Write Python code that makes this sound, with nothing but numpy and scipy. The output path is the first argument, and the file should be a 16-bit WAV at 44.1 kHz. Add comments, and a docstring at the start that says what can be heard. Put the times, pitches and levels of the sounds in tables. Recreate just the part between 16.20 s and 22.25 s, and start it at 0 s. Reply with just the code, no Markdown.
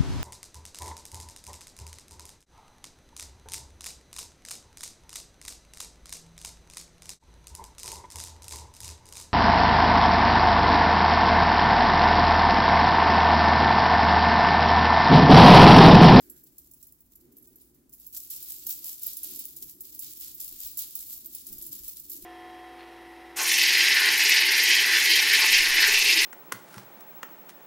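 """Light ticks, then bright clashing showers: a skirt hemmed with small dangling discs, two metres from
a phone microphone in a quiet panelled room. The discs graze and ring as the wearer turns, then collide
in flurries as each shake of the hips throws the hem against the legs. A palm brushes the cloth at the
start, and later a few soft steps fall on the rug. The walls return each clink, and a low hum with a
swelling rumble lies underneath."""
import sys
import numpy as np
from scipy import signal
from scipy.fft import rfft, irfft
from scipy.io import wavfile
from scipy.ndimage import uniform_filter1d

SR = 44100
rng = np.random.default_rng(int(sys.argv[2]) if len(sys.argv) > 2 else 0)


def bounce(signal):
    """Save signal as a 16-bit WAV file at the path given by the first command-line argument."""
    frames = np.transpose(np.atleast_2d(signal))
    limited = np.clip(frames, -1, 1)
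    pcm = np.round(limited * 32767).astype(np.int16)
    wavfile.write(sys.argv[1], SR, pcm)


N = 266805


def undb(db):
    """Decibels to gain."""
    return 10 ** (np.asarray(db) / 20)


def unit(x):
    """Scale to rms 1."""
    return x / np.sqrt(np.mean(x ** 2))


def curve(rows):
    """Join (seconds, value) rows by straight lines, one value a sample."""
    times, values = np.transpose(rows)
    return np.interp(np.arange(N) / SR, times, values)


def colour(x, points, size=8192):
    """Minimum-phase filter with the given (Hz, dB) response."""
    hz, db = np.transpose(points)
    bins_hz = np.fft.rfftfreq(size, 1 / SR)
    gain = undb(np.interp(np.log(bins_hz + 1), np.log(hz), db))
    cepstrum = irfft(np.log(gain))
    cepstrum[1:size // 2] *= 2
    cepstrum[size // 2 + 1:] = 0
    response = irfft(np.exp(rfft(cepstrum)))
    return signal.fftconvolve(x, response[None], axes=1)[:, :x.shape[1]]


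def fade(t, t60):
    """Exponential decay, 60 dB down after t60 seconds."""
    return np.exp(-np.log(1000) * t / t60)


def add(out, start_s, x):
    """Mix a short sound in at start_s."""
    i = max(int(start_s * SR), 0)
    out[:, i:i + x.shape[1]] += x[:, :N - i]


def stereo_noise(side_db):
    """Noise that is alike left and right in the bass and nearly unrelated in the treble."""
    mid, side = rng.standard_normal((2, N))
    side = colour(side[None], [(350, side_db), (650, -1), (2000, -1.8)])
    return mid + side * np.array([[1], [-1]])


def room_tone(air_db=-68, rumble_gain_db=0.28):
    """The room by itself: steady air noise, a narrow hum, and a low rumble that swells and sinks."""
    # Each row: frequency in Hz, relative level in dB.
    air_colour = [(20, -23.5), (38, -11), (59, -6.5), (92, -19), (146, -9.5), (190, -13.5), (270, -4.5),
                  (345, -18), (450, -23.5), (620, -26), (1500, -33), (3000, -37.5), (16000, -29)]
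    rumble_colour = [(120, -23), (220, -3.5), (290, 2), (355, 3.5), (430, -9.5), (550, -19), (800, -33),
                     (1500, -31.5), (3000, -36)]
    # Resonances of the hum. Each row: centre in Hz, width in Hz, rms level in dB.
    resonances = [(55.5, 38, -72), (137.4, 14, -76.5)]
    # Course of the rumble. Each row: time in seconds, level in dB before rumble_gain_db.
    swells = [(0.0, -65.5), (0.1, -59), (0.18, -66.5), (0.88, -78.5), (1.06, -61.5), (1.53, -67),
              (1.57, -63.5), (1.84, -75.5), (2.58, -65.5), (2.86, -78), (3.13, -58), (3.33, -68),
              (3.44, -59.5), (3.52, -77), (3.55, -65), (4.94, -73.5), (5.07, -62), (5.21, -73), (5.31, -62),
              (5.83, -71), (5.98, -57.5), (6.05, -63)]
    air = undb(air_db) * unit(colour(stereo_noise(side_db=-10.5), air_colour))
    hum = 0
    for hz, width_hz, db in resonances:
        b, a = signal.iirpeak(hz, hz / width_hz, fs=SR)
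        band = signal.lfilter(b, a, stereo_noise(side_db=-13))
        hum += undb(db) * unit(signal.lfilter(b, a, band))
    rumble = unit(colour(stereo_noise(side_db=-9), rumble_colour))
    return air + hum + undb(curve(swells) + rumble_gain_db) * rumble


def steps(rise_s=0.02, boom_t60=0.26, thud_t60=0.39, boom_gain_db=7, thud_gain_db=3.5):
    """Feet thud softly on the rug and the floor booms beneath them."""
    # Steps and weight shifts. Each row: start in seconds, boom and thud in dB before their gains.
    footfalls = [(3.10, -92, -59), (3.432, -63.5, -60.5), (4.31, -58, -67), (4.43, -57, -65),
                 (5.293, -51.5, -54.5), (5.385, -60, -84), (5.48, -83, -56), (5.585, -56.5, -82),
                 (6.021, -57, -55)]
    # Each row: frequency in Hz, relative level in dB.
    boom_colour = [(18, 1), (27, -4), (39, 0.5), (65, -4), (110, -28), (300, -37)]
    thud_colour = [(60, -6), (130, -1), (240, -1), (340, -1), (500, -39), (1200, -36)]
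    t = np.arange(SR // 2)[None] / SR
    press = 1 - np.exp(-t / rise_s)
    boom_level, thud_level = np.zeros((2, 1, N))
    for start_s, boom_db, thud_db in footfalls:
        add(boom_level, start_s, undb(boom_db + boom_gain_db) * press * fade(t, boom_t60))
        add(thud_level, start_s, undb(thud_db + thud_gain_db) * press * fade(t, thud_t60))
    boom = unit(colour(stereo_noise(side_db=-11), boom_colour))
    thud = unit(colour(stereo_noise(side_db=-21), thud_colour))
    return boom_level * boom + thud_level * thud


def brush():
    """Soft friction noise of a palm sliding over the skirt."""
    # Each row: time in seconds, level in dB.
    stroke = [(0, -77), (.17, -73.5), (.32, -100), (.5, -130)]
    # Each row: frequency in Hz, relative level in dB.
    cloth_colour = [(500, -14), (1100, -12), (1650, 0), (2200, -11), (5000, -21)]
    return undb(curve(stroke)) * unit(colour(rng.standard_normal((2, N)), cloth_colour))


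def walls(direct, tail_db=-5, tail_t60=0.36, build_s=0.0058, early_db=-6, count=8):
    """Floor and cabinet send early echoes to the microphone; the panelling adds a short diffuse tail."""
    t = np.arange(SR // 2) / SR
    tail = rng.standard_normal((2, len(t))) * fade(t, tail_t60) * (1 - np.exp(-t / build_s))
    response = tail / np.sqrt(np.sum(tail ** 2) / 2) * undb(tail_db)
    for channel in response:
        lags = (SR * (0.0018 + 0.013 * rng.random(count))).astype(int)
        channel[lags] += rng.choice([-1, 1], count) * undb(early_db) / np.sqrt(count)
    echoes = signal.fftconvolve(direct, response, axes=1)[:, :N]
    return direct + colour(echoes, [(3000, -3.3), (8000, -2.5), (16000, -2.5)])


def any_disc(spread=0.045, scatter_db=3):
    """Modes of one disc: the discs differ a little in size, and each blow favours other modes."""
    # Each row: frequency in Hz, relative level in dB, time to fall 60 dB in seconds.
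    modes = [(7580, -29, 0.02), (9610, -26, 0.018), (11495, -23, 0.016), (13140, -22.5, 0.013),
             (15230, -22.5, 0.016)]
    return [(hz * (1 + spread * rng.standard_normal()), db + scatter_db * rng.standard_normal(), t60)
            for hz, db, t60 in modes]


def contact(modes, tick_t60, shared=0.39):
    """One touch of a disc at the two microphone ports: a dry tick, partly alike in both, and a ring."""
    t = np.arange(SR // 50) / SR
    noise = rng.standard_normal((2, len(t))) + shared * rng.standard_normal(len(t))
    tick = noise * fade(t, tick_t60)
    tick /= np.sqrt(np.sum(tick ** 2, axis=1, keepdims=True))
    # a tilted disc reaches each port with its own phase
    ring = sum(undb(db) * fade(t, t60) * np.sin(2 * np.pi * (hz * t + rng.random((2, 1))))
               for hz, db, t60 in modes)
    return tick + ring


def chatter(modes, forces_db, gap_s, tick_t60):
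    """A disc bounces against its neighbour several times in quick succession."""
    out = np.zeros((2, SR // 10))
    gaps = gap_s * (0.3 + 1.4 * rng.random(len(forces_db)))
    for start_s, db in zip(np.cumsum(gaps) - gaps[0], forces_db):
        add(out, start_s, undb(db) * contact(modes, tick_t60))
    return out


def clinks(gain_db=-4.5, ring_db=-11, glance_db=-7, gap_s=0.0012, bounce_t60=0.052, count=9):
    """Single clear knocks, rim to rim: a glancing touch, the full blow, then weakening bounces."""
    # Each row: start in seconds, relative level in dB, ring pitch in Hz, dB added to ring_db.
    blows = [(0.099, -35.5, 11570, 2.5), (0.2354, -43.5, 13000, 2), (0.3816, -35, 12300, -4),
             (0.5125, -42, 12700, -15), (0.536, -41.5, 13800, -7), (0.628, -37, 13100, -6),
             (0.6695, -42.5, 13100, -8), (0.7226, -46, 12800, -14), (0.8056, -46, 14100, -3),
             (0.9548, -42, 11940, 0), (1.1224, -51.5, 13100, -2), (1.1685, -45, 13100, 11),
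             (1.1834, -47, 12800, 6), (1.225, -46, 15100, -10), (1.273, -44, 15500, -14),
             (1.3582, -44.5, 12900, 1), (1.4116, -46.5, 9650, 5), (1.694, -47.5, 15400, -8),
             (1.736, -39, 14900, -1), (1.7987, -44, 13000, 11), (1.866, -34, 12500, 2),
             (2.1028, -30, 11500, -7), (2.2261, -31, 11540, 1), (2.4676, -23, 12800, -2),
             (2.831, -25.5, 11950, -2), (2.865, -23, 12600, 7), (2.9324, -29.5, 12400, -6),
             (2.9696, -27, 14900, -5), (3.031, -26, 11750, 0), (3.1603, -32, 11600, -3),
             (3.191, -27.5, 15000, 0), (3.252, -29.5, 10500, -10), (3.364, -32, 13500, -5),
             (3.6068, -30, 15400, -7), (3.7464, -35.5, 12800, 3), (3.7928, -25.5, 14400, -5),
             (3.8235, -32, 15300, 3), (3.9689, -42.5, 11900, -2), (3.9975, -36, 14500, 10),
             (4.146, -35, 13200, 12), (4.469, -43, 11700, -4), (4.5733, -22.5, 13400, 1),
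             (4.59, -21.5, 12200, -8), (4.753, -22.5, 15000, -22), (5.059, -32, 13460, 13),
             (5.1484, -26.5, 14500, -4), (5.2675, -29, 13400, -6), (5.327, -32, 14700, -4),
             (5.384, -38.5, 11800, 9), (5.4235, -29.5, 11500, -7), (5.465, -30.5, 13000, 1),
             (5.683, -31, 15400, 5), (5.798, -33.5, 14500, 6), (5.897, -29.5, 12070, 0)]
    # Each row: frequency in Hz, relative level in dB.
    knock_colour = [(1500, -43), (4000, -23.5), (5500, -10.5), (7500, -6), (8600, -9), (10500, -4),
                    (12000, -2), (14000, -7.5), (15700, 5)]
    out = np.zeros((2, N))
    bounces_db = 20 * np.log10(fade(gap_s * np.arange(count), bounce_t60))
    forces_db = np.r_[glance_db, bounces_db]
    for start_s, db, hz, extra_ring_db in blows:
        modes = any_disc() + [(hz, ring_db + extra_ring_db, 0.009)]
        knock = colour(chatter(modes, forces_db, gap_s, tick_t60=0.00047), knock_colour)
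        knock /= np.sqrt(np.sum(knock ** 2, axis=1, keepdims=True) / (0.01 * SR))
        # left minus right: the discs hang a little right of the microphone, spread along the hem
        pan_db = rng.normal(-2.5, 1.5)
        channel_db = db + gain_db + np.array([[pan_db], [-pan_db]]) / 2
        add(out, start_s - gap_s / 2, knock * undb(channel_db))
    return out


def jangle(range_db=13, count=680):
    """Separate chattering knocks, each from another disc, at uneven moments; rms 1."""
    out = np.zeros((2, N))
    for k, (late, softness, slowness) in enumerate(rng.random((count, 3))):
        gap_s = 0.0006 + 0.0014 * slowness
        knock = chatter(any_disc(), -10 * rng.random(5), gap_s, tick_t60=0.0012)
        add(out, (k + late) / count * N / SR, unit(knock) * undb(-range_db * softness))
    return unit(out)


def shower(touches_per_s, range_db, tick_t60, discs=24):
    """Many discs graze each other at random, each touch with its own force; rms 1."""
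    out = 0
    for _ in range(discs):
        chance, softness = rng.random((2, N))
        touches = chance < touches_per_s / discs
        strikes = touches * undb(-range_db * np.sqrt(softness)) / np.sqrt(touches_per_s)
        out += signal.oaconvolve(strikes[None], contact(any_disc(), tick_t60), axes=1)[:, :N]
    return unit(out)


def throw(start_s, hold_s, attack_s, fall_db_per_s):
    """Envelope of one shake: it rises, lasts until hold_s after its start, then dies away."""
    t = np.arange(N) / SR - start_s
    return np.clip(t / attack_s, 0, 1) * undb(-fall_db_per_s * np.maximum(t - hold_s, 0))


def swing(sway_clatter_db=-12, clatter_loss_db_per_db=0.28):
    """Strength of the light ticking and of the hard clatter: the sway and the shakes add in power."""
    # The body's sway keeps the trim stirring. Each row: time in seconds, relative ticking level in dB.
    sway = [(0, -59), (.55, -63.5), (.78, -67.5), (1.12, -70.5), (1.38, -59.5), (1.67, -78), (1.76, -59.5),
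            (1.9, -58), (2.2, -42.5), (3.1, -46), (3.33, -49.5), (3.58, -59), (3.75, -50), (4.35, -44.5),
            (5.25, -49.5), (5.48, -45.5), (5.86, -51), (6.05, -49)]
    # The hips throw the hem against the legs. Each row: start in seconds, relative ticking level in dB,
    # hold in seconds, clatter in dB relative to the ticking.
    shakes = [(1.722, -50.5, 0.028, -36), (1.924, -39, 0.047, -21), (2.097, -33, 0.027, -16.5),
              (2.286, -37, 0.025, -15), (2.483, -32.5, 0.024, -14), (2.639, -31.5, 0.042, -17.5),
              (2.809, -38, 0.078, -10.5), (3.011, -42, 0.13, -8.5), (3.178, -39, 0.034, -8.5),
              (3.35, -46, 0.16, -18), (3.631, -45.5, 0.035, -11.5), (3.799, -44, 0.08, -8),
              (3.996, -41, 0.056, -9), (4.198, -32.5, 0.024, -20.5), (4.399, -37.5, 0.062, -11.5),
              (4.574, -36.5, 0.028, -7), (4.765, -39.5, .04, -15), (4.878, -37.5, 0.068, -18),
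              (5.128, -43, .03, -9), (5.286, -51, 0.068, -20), (5.509, -37, 0.021, -13),
              (5.622, -41, 0.067, -16), (5.898, -38.5, 0.052, -18.5)]
    sway_db = curve(sway)
    calm_db = sway_db.max() - sway_db
    tick_power = undb(sway_db) ** 2
    clatter_power = tick_power * undb(sway_clatter_db - clatter_loss_db_per_db * calm_db) ** 2
    for start_s, db, hold_s, clatter_db in shakes:
        # the clatter builds more slowly than the bright ticking and outlasts it
        tick_shape = throw(start_s, hold_s, attack_s=0.0062, fall_db_per_s=219)
        clatter_shape = throw(start_s, hold_s, attack_s=0.018, fall_db_per_s=185)
        tick_power += (undb(db) * tick_shape) ** 2
        clatter_power += (undb(db + clatter_db) * clatter_shape) ** 2
    return np.sqrt(tick_power), np.sqrt(clatter_power)


def clumping(ticking, clumps_per_s=50, spread_db=1.0, spread_per_calm_db=0.11):
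    """Random gain that bunches the rattle into short flurries, most of all when few discs move."""
    size = int(SR / clumps_per_s)
    held = rng.standard_normal(N // 100)[np.arange(N) // size]
    flicker = uniform_filter1d(held, size // 4)
    calm_db = 20 * np.log10(ticking.max() / ticking)
    return undb((spread_db + spread_per_calm_db * calm_db) * flicker)


def trim(light_db=-0.07, hard_db=-0.1):
    """The discs along the hem: the harder it swings, the louder they tick and clatter."""
    # A light contact and a hard collision. Each row: frequency in Hz, relative level in dB.
    tick_colour = [(1500, -30), (3500, -19), (5500, -11), (7400, -7.5), (8600, -12), (10500, -8),
                   (12000, -3.5), (14000, -3), (15700, -2)]
    clatter_colour = [(500, -31), (900, -17.5), (1400, -9), (1750, -13.5), (2500, -5.5), (3500, 1.5),
                      (4700, 6), (7300, 2.5), (9000, -0.5), (15000, -20)]
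    ticking, clatter = swing()
    crowding = 150 + 1500 * (ticking / ticking.max()) ** 0.3
    grazes = jangle() + 0.85 * shower(crowding, range_db=28, tick_t60=0.0012)
    light = unit(colour(grazes, tick_colour))
    # a hard collision also sounds the lower, duller clack of the whole disc
    collisions = shower(crowding, range_db=26, tick_t60=0.0029)
    hard = unit(colour(collisions, clatter_colour))
    return clumping(ticking) * (light * ticking * undb(light_db) + hard * clatter * undb(hard_db))


def scene():
    """The trim two metres off in its room, over the brush of cloth, steps and room tone."""
    return walls(trim() + clinks()) + brush() + steps() + room_tone()


def record(dry, top_hz=15850):
    """The phone cuts the very top."""
    return signal.sosfilt(signal.ellip(12, 0.2, 70, top_hz, fs=SR, output="sos"), dry)


dry = scene()
out = record(dry)
bounce(out)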